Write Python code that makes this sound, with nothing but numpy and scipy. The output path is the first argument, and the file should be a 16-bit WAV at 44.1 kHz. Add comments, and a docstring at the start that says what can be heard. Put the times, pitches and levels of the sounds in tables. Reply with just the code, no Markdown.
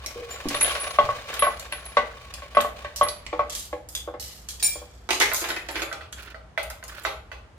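"""A low ventilation hum and a softly rubbing rope are heard first, then a dry snap of steel off to the right.
The rope is tugged through steel rings that hang by carabiners from a plywood board in a gear room:
the board knocks in decaying modes, the rings ping, links crunch and gear clicks on a harness.
Then a chain and a carabiner are handled on a second board, further off to the right.
Levels in the tables are relative; scene() sets the gain and place of each layer."""
import sys
import numpy as np
from scipy import signal
from scipy.fft import rfft, irfft
from scipy.io import wavfile
from scipy.ndimage import uniform_filter1d

SR = 44100
rng = np.random.default_rng(int(sys.argv[2]) if len(sys.argv) > 2 else 0)


def wav_out(sig):
    """Save sig, one row per channel (or a flat mono array), as 16-bit PCM at SR to the path in sys.argv[1]."""
    wavfile.write(sys.argv[1], SR, np.round(np.clip(np.atleast_2d(sig).T, -1, 1) * 32767).astype(np.int16))


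N = 334266
TIME = np.arange(N) / SR
AGE = np.arange(SR * 3 // 4) / SR  # seconds since a blow

# hardware snaps taut on the near board: start_s, level_db, hardness_db (part above 1.4 kHz)
TUG_BLOWS = [(0.548, -27, -10.5), (0.755, -32, -4), (0.868, -29.5, -6.5), (0.986, -8, -13.5),
             (1.089, -16, -14), (1.422, -12, -8.5), (1.443, -26.5, 2), (1.467, -15, -19), (1.722, -32, 0),
             (1.969, -9.5, -7), (2.42, -36.5, -4.5), (2.548, -29, -1), (2.569, -8, -13.5),
             (2.646, -21, -11.5), (2.846, -28, -4), (3.011, -10, -15), (3.066, -26.5, -10),
             (3.392, -14.5, -15.5)]
# the chain clatters on the far board: start_s, level_db, hardness_db (part above 1.4 kHz)
CHAIN_BLOWS = [(5.09, -19, -5), (5.106, -17.5, 3), (5.202, -14.5, 0.5), (5.211, -16, 7.5),
               (5.416, -27, -1.5), (5.441, -23, 0), (5.488, -22.5, -1.5), (5.503, -17.5, 0),
               (5.563, -26.5, 4.5), (5.687, -25, 0), (5.756, -26.5, 4.5), (5.819, -21, -1.5)]
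# strong modes of the far board: pitch_hz, level_db, t60_s
FAR_BOARD_MODES = [(636.5, -2.5, 0.09), (778, -10, 0.11), (1352, -1.5, 0.076), (1524, 9.5, 0.057),
                   (1560, 11.5, 0.029), (1872, 15, 0.02), (2016, 11, 0.026), (2094, -11, 0.017)]
# dense, quickly dying modes of the near board: frequency_hz, level_db (per Hz)
NEAR_BODY_SPECTRUM = [(200, -15.5), (400, -5.5), (620, 1), (820, -2.5), (1250, -4), (1600, -4),
                      (2100, -5.5), (3500, -12.5), (5500, -25.5), (16000, -57)]
# dense, quickly dying modes of the far board: frequency_hz, level_db (per Hz)
FAR_BODY_SPECTRUM = [(160, -65), (290, -4), (400, -3.5), (650, -4), (1000, -6.5), (1450, 4.5), (2300, -1),
                     (4200, -8.5), (7000, -21), (16000, -32)]
# steel on steel: frequency_hz, level_db (per Hz)
STEEL_SPECTRUM = [(300, -6), (1500, -3), (2800, 5), (4000, 9.5), (7000, 9.5), (10000, 1), (13800, -1),
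                  (16000, -27.5)]


def amp(db):
    """Decibels to gain."""
    return 10 ** (np.asarray(db) / 20)


def read(points, hz):
    """A table read on a log-frequency axis."""
    f, value = np.transpose(points)
    return np.interp(np.log(hz + 1), np.log(f + 1), value)


def evened(x):
    """Scaled to rms 1."""
    return x / np.sqrt(np.mean(x ** 2) + 1e-20)


def peaked(x, size=130):
    """Scaled so that its loudest 3 ms have rms 1."""
    power = (x ** 2).mean(0)
    return x / np.sqrt(uniform_filter1d(power, size).max() + 1e-20)


def add(mix, s, sound):
    """Mixes a stereo sound in at time s."""
    part = mix[:, max(round(s * SR), 0):][:, :sound.shape[1]]
    part += sound[:, :part.shape[1]]


def noise(spectrum, size, spread_hz, slope_db=0, patchy_db=0):
    """Coloured noise at two microphones, unrelated above spread_hz, with chance peaks some 150 Hz wide."""
    hz = np.fft.rfftfreq(size, 1 / SR)
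    shared, *own = rfft(rng.standard_normal((3, size)))
    same = 1 / (1 + (hz / spread_hz) ** 2)
    z = np.sqrt(same) * shared + np.sqrt(1 - same) * np.array(own)
    knots = np.arange(0, SR, 150)
    patches = np.interp(hz, knots, rng.standard_normal(len(knots)))
    octaves = np.log2(np.maximum(hz / 2000, 1))  # the slope acts above 2 kHz
    colour_db = read(spectrum, hz) + slope_db * octaves + patchy_db * patches
    return evened(irfft(z * amp(colour_db), size))


def dying(t60):
    """Exponential decay by 60 dB in t60 seconds."""
    return 10 ** (-3 * AGE / max(t60, .004))


def contacts(per_s):
    """One full contact, then smaller ones at chance moments."""
    train = (rng.random(len(AGE)) < per_s / SR) * rng.random(len(AGE))
    train[0] = 1
    return train


def flurry(per_s, wash):
    """Envelope of a rattle among neighbouring links, over a steady wash."""
    power = signal.fftconvolve(contacts(per_s), dying(0.029) ** 2)[:len(AGE)]
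    return np.sqrt(abs(power + wash ** 2))


def ring(modes, struck_hz=0, boost_db=0, scatter_db=1, detune=0, sharp=0):
    """Decaying modes, a little different at each blow; those near struck_hz sound louder.
    Under load they start sharp by the given share and settle."""
    settle_s = 0.0085  # a tug stiffens the loaded hardware for about this long
    clock = AGE + sharp * settle_s * (1 - np.exp(-AGE / settle_s))
    out = 0
    for (hz, db, t60), (a, b, side) in zip(modes, rng.standard_normal((len(modes), 3))):
        nearness = np.exp(-((hz - struck_hz) / 500) ** 2)
        level = np.sign(side) * amp(db + scatter_db * a + boost_db * nearness)
        phase = (2 * np.pi * hz * (1 + detune * b) * clock).astype(np.float32)
        out = out + level * dying(t60) * np.sin(phase)
    return peaked(np.array([out, out]))


def board(rows, modes, body, body_db, body_t60, rattle_per_s, lowest_hz, sharp=0):
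    """Blows on plywood: a few strong modes and a dense short rattle; harder blows are brighter."""
    out = np.zeros((2, N))
    lows = signal.butter(4, (lowest_hz, 1500), "bandpass", fs=SR, output="sos")
    highs = signal.butter(8, 1400, "highpass", fs=SR, output="sos")
    contact = np.sin(np.pi / 2 * np.minimum(AGE / .0008, 1)) ** 2  # onset within 0.8 ms
    for s, db, hardness_db in rows:
        rattle = noise(body, len(AGE), 1900, patchy_db=3.5) * flurry(rattle_per_s, wash=0.79)
        clack = peaked(rattle * dying(body_t60))
        tone = ring(modes, scatter_db=1.14, detune=0.006, sharp=sharp)
        blow = contact * (tone + amp(body_db) * clack)
        low = peaked(signal.sosfilt(lows, blow))
        high = evened(signal.sosfilt(highs, blow))
        add(out, s, amp(db) * (low + amp(hardness_db) * low.std() * high))
    return out


def pings(rows, modes, boost_db, chatter_per_s, chatter_t60):
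    """Solid steel rings in a set of modes; chattering contacts restart them and roughen the tone."""
    out = np.zeros((2, N))
    for s, db, hz in rows:
        chatter = contacts(chatter_per_s) * dying(chatter_t60)
        tone = signal.fftconvolve(ring(modes, hz, boost_db), chatter[None], axes=1)
        add(out, s, amp(db) * peaked(tone))
    return out


def strokes(rows, rise_s, t60):
    """Speed of a hand over time: each stroke rises, holds for its length and dies away."""
    speed = np.zeros(N)
    for s, length, db in rows:
        rise = np.clip((TIME - s) / rise_s, 0, 1)
        coasting = np.maximum(TIME - s - length, 0)
        speed = np.maximum(speed, rise * amp(db) * np.exp(-np.log(1000) * coasting / t60))
    return speed


def rub(speed, spectrum, grain_db, count=4):
    """Friction at several spots, each with its own resonances, catching and slipping in turn."""
    spots = 0
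    for _ in range(count):
        catches = evened(uniform_filter1d(rng.standard_normal(N), size=500))
        spots = spots + noise(spectrum, N, 2000, patchy_db=4.5) * amp(grain_db * catches)
    return evened(spots) * speed


def link_ticks(speed, per_s, uneven_db, t60, slope_db, count=6):
    """Links shift against each other during movement: a few spots, each ticking at chance moments."""
    out = 0
    for _ in range(count):
        moments = rng.random(N) < per_s / count / SR
        train = moments * amp(uneven_db * np.minimum(rng.exponential(1, N), 3)) * speed
        tick = peaked(noise(FAR_BODY_SPECTRUM, len(AGE), 2100, slope_db, patchy_db=4.5) * dying(t60))
        out = out + signal.oaconvolve(train[None], tick, axes=1)[:, :N]
    return out


def placed(x, count, left_db):
    """Direction: the right microphone hears the sound count samples later and left_db softer."""
    return np.array([x[0] * amp(left_db / 2), np.roll(x[1], count) * amp(-left_db / 2)])


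def thinned(x, centre_hz, sharpness):
    """Thins a narrow band around centre_hz in the sound sent to the room, so the echoes ring less there."""
    return signal.lfilter(*signal.iirnotch(centre_hz, sharpness, fs=SR), x)


def ventilation(air_db, hum_db, hum_hz):
    """Dull air noise and a wavering fan hum."""
    # moving air: frequency_hz, level_db (per Hz)
    air_spectrum = [(20, -43.5), (45, -3), (62, 8), (80, -3), (160, -12), (300, -20), (600, -18),
                    (1500, -24), (4000, -35.5), (9000, -44), (16000, -63)]
    waver = evened(noise([(1, 0), (5, 0), (14, -60), (100, -160)], N, 1000)[0])
    hum = np.sqrt(2) * np.sin(2 * np.pi * hum_hz * TIME + 0.25 * waver)
    return amp(air_db) * noise(air_spectrum, N, 550) + amp(hum_db) * hum


def room(x, early_db, early_t60):
    """Shelves scatter a quick cloud of echoes; the room's tail follows, each band at its own speed."""
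    # room decay: frequency_hz, t60_s
    room_decay = [(150, 0.76), (600, 0.44), (2000, 0.41), (6000, 0.28), (14000, 0.3)]
    cloud = noise([(20, 0), (20000, 0)], len(AGE), 900)
    hz, t, z = signal.stft(cloud, SR, nperseg=256)
    fade = 10 ** (-3 * t / read(room_decay, hz)[:, None])
    tail = signal.istft(z * fade, SR, nperseg=256)[1][:, :len(AGE)]
    tail = tail + amp(early_db) * cloud * dying(early_t60)
    tail = tail * np.clip(AGE / 0.002 - .5, 0, 1)  # echoes come in between 1 and 3 ms
    return signal.fftconvolve(x, tail / np.linalg.norm(tail[0]), axes=1)[:, :N]


def finger_handling():
    """Fingers work the chain and the carabiner against the far board: friction and ticking links."""
    # strokes of the fingers: start_s, length_s, level_db
    grip_strokes = [(5.21, 0.08, -45), (5.38, 0.33, -51.5), (5.74, 0.087, -38.5), (6.17, 0.15, -46.5),
                    (6.88, 0.21, -46.5)]
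    grip = strokes(grip_strokes, rise_s=0.0075, t60=0.086)
    friction = rub(grip, FAR_BODY_SPECTRUM, grain_db=5.0)
    ticks = link_ticks(grip, per_s=120, uneven_db=3, t60=0.03, slope_db=7.5)
    return amp(1.5) * friction + amp(-3.5) * ticks


def carabiner_pings():
    """The far carabiner rings in its steel modes."""
    # blows on it: start_s, level_db, struck_hz (where the blow excites most)
    carabiner_blows = [(5.4869, -30, 7800), (5.7114, -35, 10900), (5.8257, -32, 7650), (6.124, -40, 6940),
                       (7.0339, -36, 7340)]
    # its modes: pitch_hz, level_db, t60_s
    carabiner_modes = [(7000, -3, 0.49), (7270, -5, 0.12), (7300, 6.5, 0.13), (10100, 2, 0.31),
                       (10260, 2.5, 0.37), (10700, -4, 0.16), (11250, -3, 0.41), (12400, 4, 0.13)]
    return pings(carabiner_blows, carabiner_modes, boost_db=5.5, chatter_per_s=71, chatter_t60=0.17)


def carabiner_clacks():
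    """The carabiner knocks against its anchor and sets off the far board's modes."""
    # knocks: start_s, level_db, hardness_db (part above 1.4 kHz)
    anchor_knocks = [(5.316, -28, 0.5), (5.325, -32.5, -7), (5.914, -30.5, -9), (5.926, -33.5, 0.5),
                     (6.009, -38, 0), (6.344, -37, -3), (6.576, -25, 1), (6.703, -38.5, -0.5),
                     (6.827, -38, -2), (7.05, -20.5, -1.5), (7.316, -36.5, 1)]
    return board(anchor_knocks, FAR_BOARD_MODES, FAR_BODY_SPECTRUM, body_db=-9.5, body_t60=0.21,
                 rattle_per_s=12, lowest_hz=470)


def chain_clatter():
    """The chain strikes the far board, with many rattling contacts per blow."""
    return board(CHAIN_BLOWS, FAR_BOARD_MODES, FAR_BODY_SPECTRUM, body_db=10, body_t60=0.12,
                 rattle_per_s=120, lowest_hz=249)


def jangles(per_s, wash):
    """Dying flurries of contacts, each bunch of steel with resonances of its own."""
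    # bunches of gear and chain links: start_s, level_db, treble_slope_db (per octave), t60_s
    bunches = [(2.961, -24.5, 3, 0.18), (3.497, -27.5, 0, 0.53), (3.551, -22, 4, 0.33),
               (3.8886, -31.5, 9, 0.2), (3.951, -22, 5.5, 0.15), (4.198, -28.5, 4, 0.59),
               (4.2259, -37.5, -3, 0.81), (4.487, -24.5, 3, 0.29), (4.598, -31.5, -0.5, 1),
               (4.626, -22, -3, 0.29), (5.1055, -20, -0.5, 0.35), (5.2, -16, 1, 0.35),
               (5.3452, -17.5, 6, 0.46)]
    out = np.zeros((2, N))
    for s, db, slope_db, t60 in bunches:
        steel = noise(STEEL_SPECTRUM, len(AGE), 4000, slope_db, patchy_db=4)
        add(out, s, amp(db) * peaked(steel * flurry(per_s, wash) * dying(t60)))
    return out


def snaps(t60):
    """Single contacts of gripped steel, damped within milliseconds: alone, or leading a blow of the chain."""
    # dry snaps of steel on steel: start_s, level_db, treble_slope_db (per octave)
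    lone_snaps = [(0.0616, -23.5, -2), (0.4863, -22.5, 1), (0.611, -23, 2), (1.3403, -28.5, 1),
                  (1.5964, -31.5, 2), (2.3392, -29, 2), (2.61, -27, 8), (3.0864, -23, -3.5),
                  (3.265, -29.5, -9.5), (5.335, -18.5, 20), (5.928, -30.5, -4), (6.127, -31, -3.5),
                  (6.6305, -35, 9), (6.701, -32.5, 9), (6.839, -35, 3), (6.88, -37, 6)]
    # each blow of the chain starts with a snap of its links, 9 dB softer and sloping -3.5 dB per octave
    link_snaps = [(s, db - 9, -3.5) for s, db, _ in CHAIN_BLOWS]
    out = np.zeros((2, N))
    for s, db, slope_db in lone_snaps + link_snaps:
        steel = noise(STEEL_SPECTRUM, len(AGE), 7900, slope_db, patchy_db=6.5)
        add(out, s, amp(db) * peaked(steel * dying(t60)))
    return out


def rope_speed():
    """Pulls stand out of the slow creep of the slack rope; after each the rope coasts to a stop."""
    # each pull draws a length of rope through the rings: start_s, length_s, level_db
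    pulls = [(0.28, 0.06, -43), (0.495, 0.028, -34), (0.62, 0.11, -33.5), (0.83, 0.013, -37.5),
             (0.94, 0.12, -43), (1.28, 0.052, -40.5), (2.76, 0.033, -47.5)]
    # between pulls the slack rope creeps until it is let go: time_s, level_db
    creep_points = [(0, -48.5), (1.3, -44.5), (2.1, -50.5), (3.35, -56.5), (3.6, -56)]
    creep = amp(np.interp(TIME, *np.transpose(creep_points), right=-120))
    return np.hypot(creep, strokes(pulls, rise_s=0.013, t60=1))


def running_rope():
    """The rope rubs through the rings, and the loaded links tick while it runs."""
    # rope friction: frequency_hz, level_db (per Hz)
    rope_spectrum = [(100, -27.5), (300, -8.5), (560, 6), (1000, -8.5), (1110, 12.5), (1230, -5),
                     (2200, 0.5), (4000, -4), (7000, -12.5), (15000, -24)]
    pull = rope_speed()
    friction = rub(pull, rope_spectrum, grain_db=4.5)
    ticks = link_ticks(pull, per_s=97, uneven_db=7.5, t60=0.055, slope_db=-9.5)
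    return amp(4.0) * friction + amp(-16.5) * ticks


def crunches(per_s, wash, t60):
    """Loaded links jerk into a new seat as the rope drags them: a short, grainy burst of contacts."""
    # crunches: start_s, level_db
    crunch_rows = [(0.503, -31), (0.545, -24), (0.612, -22), (0.646, -21.5), (0.695, -26), (0.752, -25),
                   (1.306, -33), (1.393, -27.5), (1.724, -26), (2.605, -22), (3.03, -27.5)]
    # crunching links: frequency_hz, level_db (per Hz)
    link_spectrum = [(200, -10.5), (480, -5), (1400, 2.5), (3600, 2), (6000, -15.5), (16000, -45)]
    out = np.zeros((2, N))
    for s, db in crunch_rows:
        links = noise(link_spectrum, len(AGE), 2000, patchy_db=4)
        add(out, s, amp(db) * peaked(links * flurry(per_s, wash) * dying(t60)))
    return out


def bumps():
    """Single resonances of the rack and its gear, each driven by a short uneven push."""
    # resonances: start_s, level_db, pitch_hz, t60_s, push_t60_s
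    bump_rows = [(0.456, -23, 294, 0.047, 0.12), (0.158, -32.5, 474, 0.2, 0.55),
                 (0.6, -36, 5900, 0.14, 0.065), (1.039, -29.5, 120, 0.091, .15),
                 (3.951, -24, 3460, .02, 0.18)]
    out = np.zeros((2, N))
    for s, db, hz, t60, push_t60 in bump_rows:
        push = contacts(500) * dying(push_t60)
        tone = signal.fftconvolve(ring([(hz, 0, t60)]), push[None], axes=1)
        add(out, s, amp(db) * peaked(tone))
    return out


def hanging_chime():
    """A free-hanging steel piece chimes, roughened by dense chatter."""
    # blows on it: start_s, level_db, struck_hz (where the blow excites most)
    chime_blows = [(0.3042, -35.5, 7140), (2.3396, -57, 7200), (4.6274, -18.5, 9490), (4.6444, -22, 8800)]
    # its modes: pitch_hz, level_db, t60_s
    chime_modes = [(2360, -10, 0.21), (3880, -8.5, 0.1), (5480, -3.5, 0.09), (5430, -11, 0.11),
                   (6255, -21, 0.2), (7160, -2.5, 0.13), (8037, -13, 0.22), (9165, -4.5, 0.072),
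                   (13500, -14, 0.13), (14525, -14, .24), (15340, -15, .22)]
    return pings(chime_blows, chime_modes, boost_db=14, chatter_per_s=990, chatter_t60=0.17)


def ring_pings():
    """The steel rings ping in two high modes."""
    # blows on them: start_s, level_db, struck_hz (where the blow excites most)
    ring_blows = [(0.5482, -35, 10300), (0.609, -22.5, 10100), (0.6268, -18.5, 10750),
                  (0.7999, -31.5, 10200), (1.3932, -24, 11000), (1.722, -36.5, 10730),
                  (1.8547, -39.5, 10750), (2.55, -44, 10800), (3.0325, -28.5, 10900)]
    # their modes: pitch_hz, level_db, t60_s
    ring_modes = [(10198, 0, 0.22), (11180, 0.013, 0.16)]
    return pings(ring_blows, ring_modes, boost_db=10.5, chatter_per_s=100, chatter_t60=0.28)


def slack_taps():
    """The slack hardware swings back and taps the near board."""
    # taps: start_s, level_db, hardness_db (part above 1.4 kHz)
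    tap_blows = [(0.454, -35.5, -18.5), (3.328, -22.5, -12), (3.728, -24, -13), (4.075, -27.5, -25),
                 (4.139, -30.5, -18), (4.756, -33.5, -26), (4.815, -38, -30)]
    # the near board with its hardware hanging slack: pitch_hz, level_db, t60_s
    slack_modes = [(318.7, -11.5, 0.12), (493, -3.5, 0.18), (588, 0.5, 0.11), (777, -9.5, 0.23),
                   (843, -4.5, 0.11), (1097, -2, 0.11)]
    return board(tap_blows, slack_modes, NEAR_BODY_SPECTRUM, body_db=-5, body_t60=0.15,
                 rattle_per_s=10, lowest_hz=280)


def thuds(below_db, t60):
    """The rack behind the board takes up each tug with a dull thud, in proportion to its strength."""
    # the shaken rack: frequency_hz, level_db (per Hz)
    rack_spectrum = [(50, -23.5), (110, -5.5), (260, -6), (340, -9), (1000, -74.5)]
    out = np.zeros((2, N))
    for s, db, _ in TUG_BLOWS:
        thud = peaked(noise(rack_spectrum, len(AGE), 980) * dying(t60))
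        add(out, s, amp(db + below_db) * thud)
    return out


def tug_knocks():
    """Hardware snaps taut and knocks the near board, whose loaded modes start sharp and settle."""
    # the near board under load: pitch_hz (once settled), level_db, t60_s
    loaded_modes = [(443, -15.5, 0.17), (585, 1.5, 0.11), (920, -19, 0.13), (1099, 7.5, 0.12),
                    (1265, -11, 0.069), (1512, -8, 0.18), (1967, -13.5, 0.25)]
    return board(TUG_BLOWS, loaded_modes, NEAR_BODY_SPECTRUM, body_db=-8.5, body_t60=0.14,
                 rattle_per_s=37, lowest_hz=440, sharp=0.051)


def scene():
    """The near board, on the left, is mostly direct; the far board and the harness are mostly room."""
    air = ventilation(air_db=-47.5, hum_db=-55.5, hum_hz=59.3)

    chain = amp(-6) * chain_clatter()
    clacks = amp(2.5) * carabiner_clacks()
    carabiner = amp(-7) * carabiner_pings()
    gear = amp(-0.5) * snaps(t60=0.021) + amp(-4.0) * jangles(per_s=150, wash=0.2)
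    far = chain + clacks + carabiner + gear

    chime = amp(-1) * hanging_chime()
    near = amp(1.5) * tug_knocks() + slack_taps() + amp(2.5) * ring_pings() + bumps()
    near = near + amp(1.5) * crunches(per_s=120, wash=.25, t60=.15) + thuds(below_db=-28.5, t60=0.25)

    direct = placed(near + running_rope(), count=5, left_db=0.2) + chime
    direct = direct + placed(far + finger_handling(), count=-4, left_db=-4.0)

    near_send = thinned(thinned(near, centre_hz=1095, sharpness=9.2), centre_hz=571, sharpness=9.7)
    far_send = chain + carabiner + gear + amp(0.5) * thinned(clacks, centre_hz=1740, sharpness=2.5)
    send = amp(-5.5) * near_send + amp(1.5) * far_send + amp(0.5) * chime
    return direct + room(send, early_db=3.0, early_t60=0.031) + air


def record(dry):
    """The band limit of the recorder: a steep low-pass at 16.2 kHz."""
    lowpass = signal.firwin(511, 16200, window=("kaiser", 9), fs=SR)
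    return signal.oaconvolve(dry, lowpass[None], "same")


dry = scene()
out = record(dry)
wav_out(out)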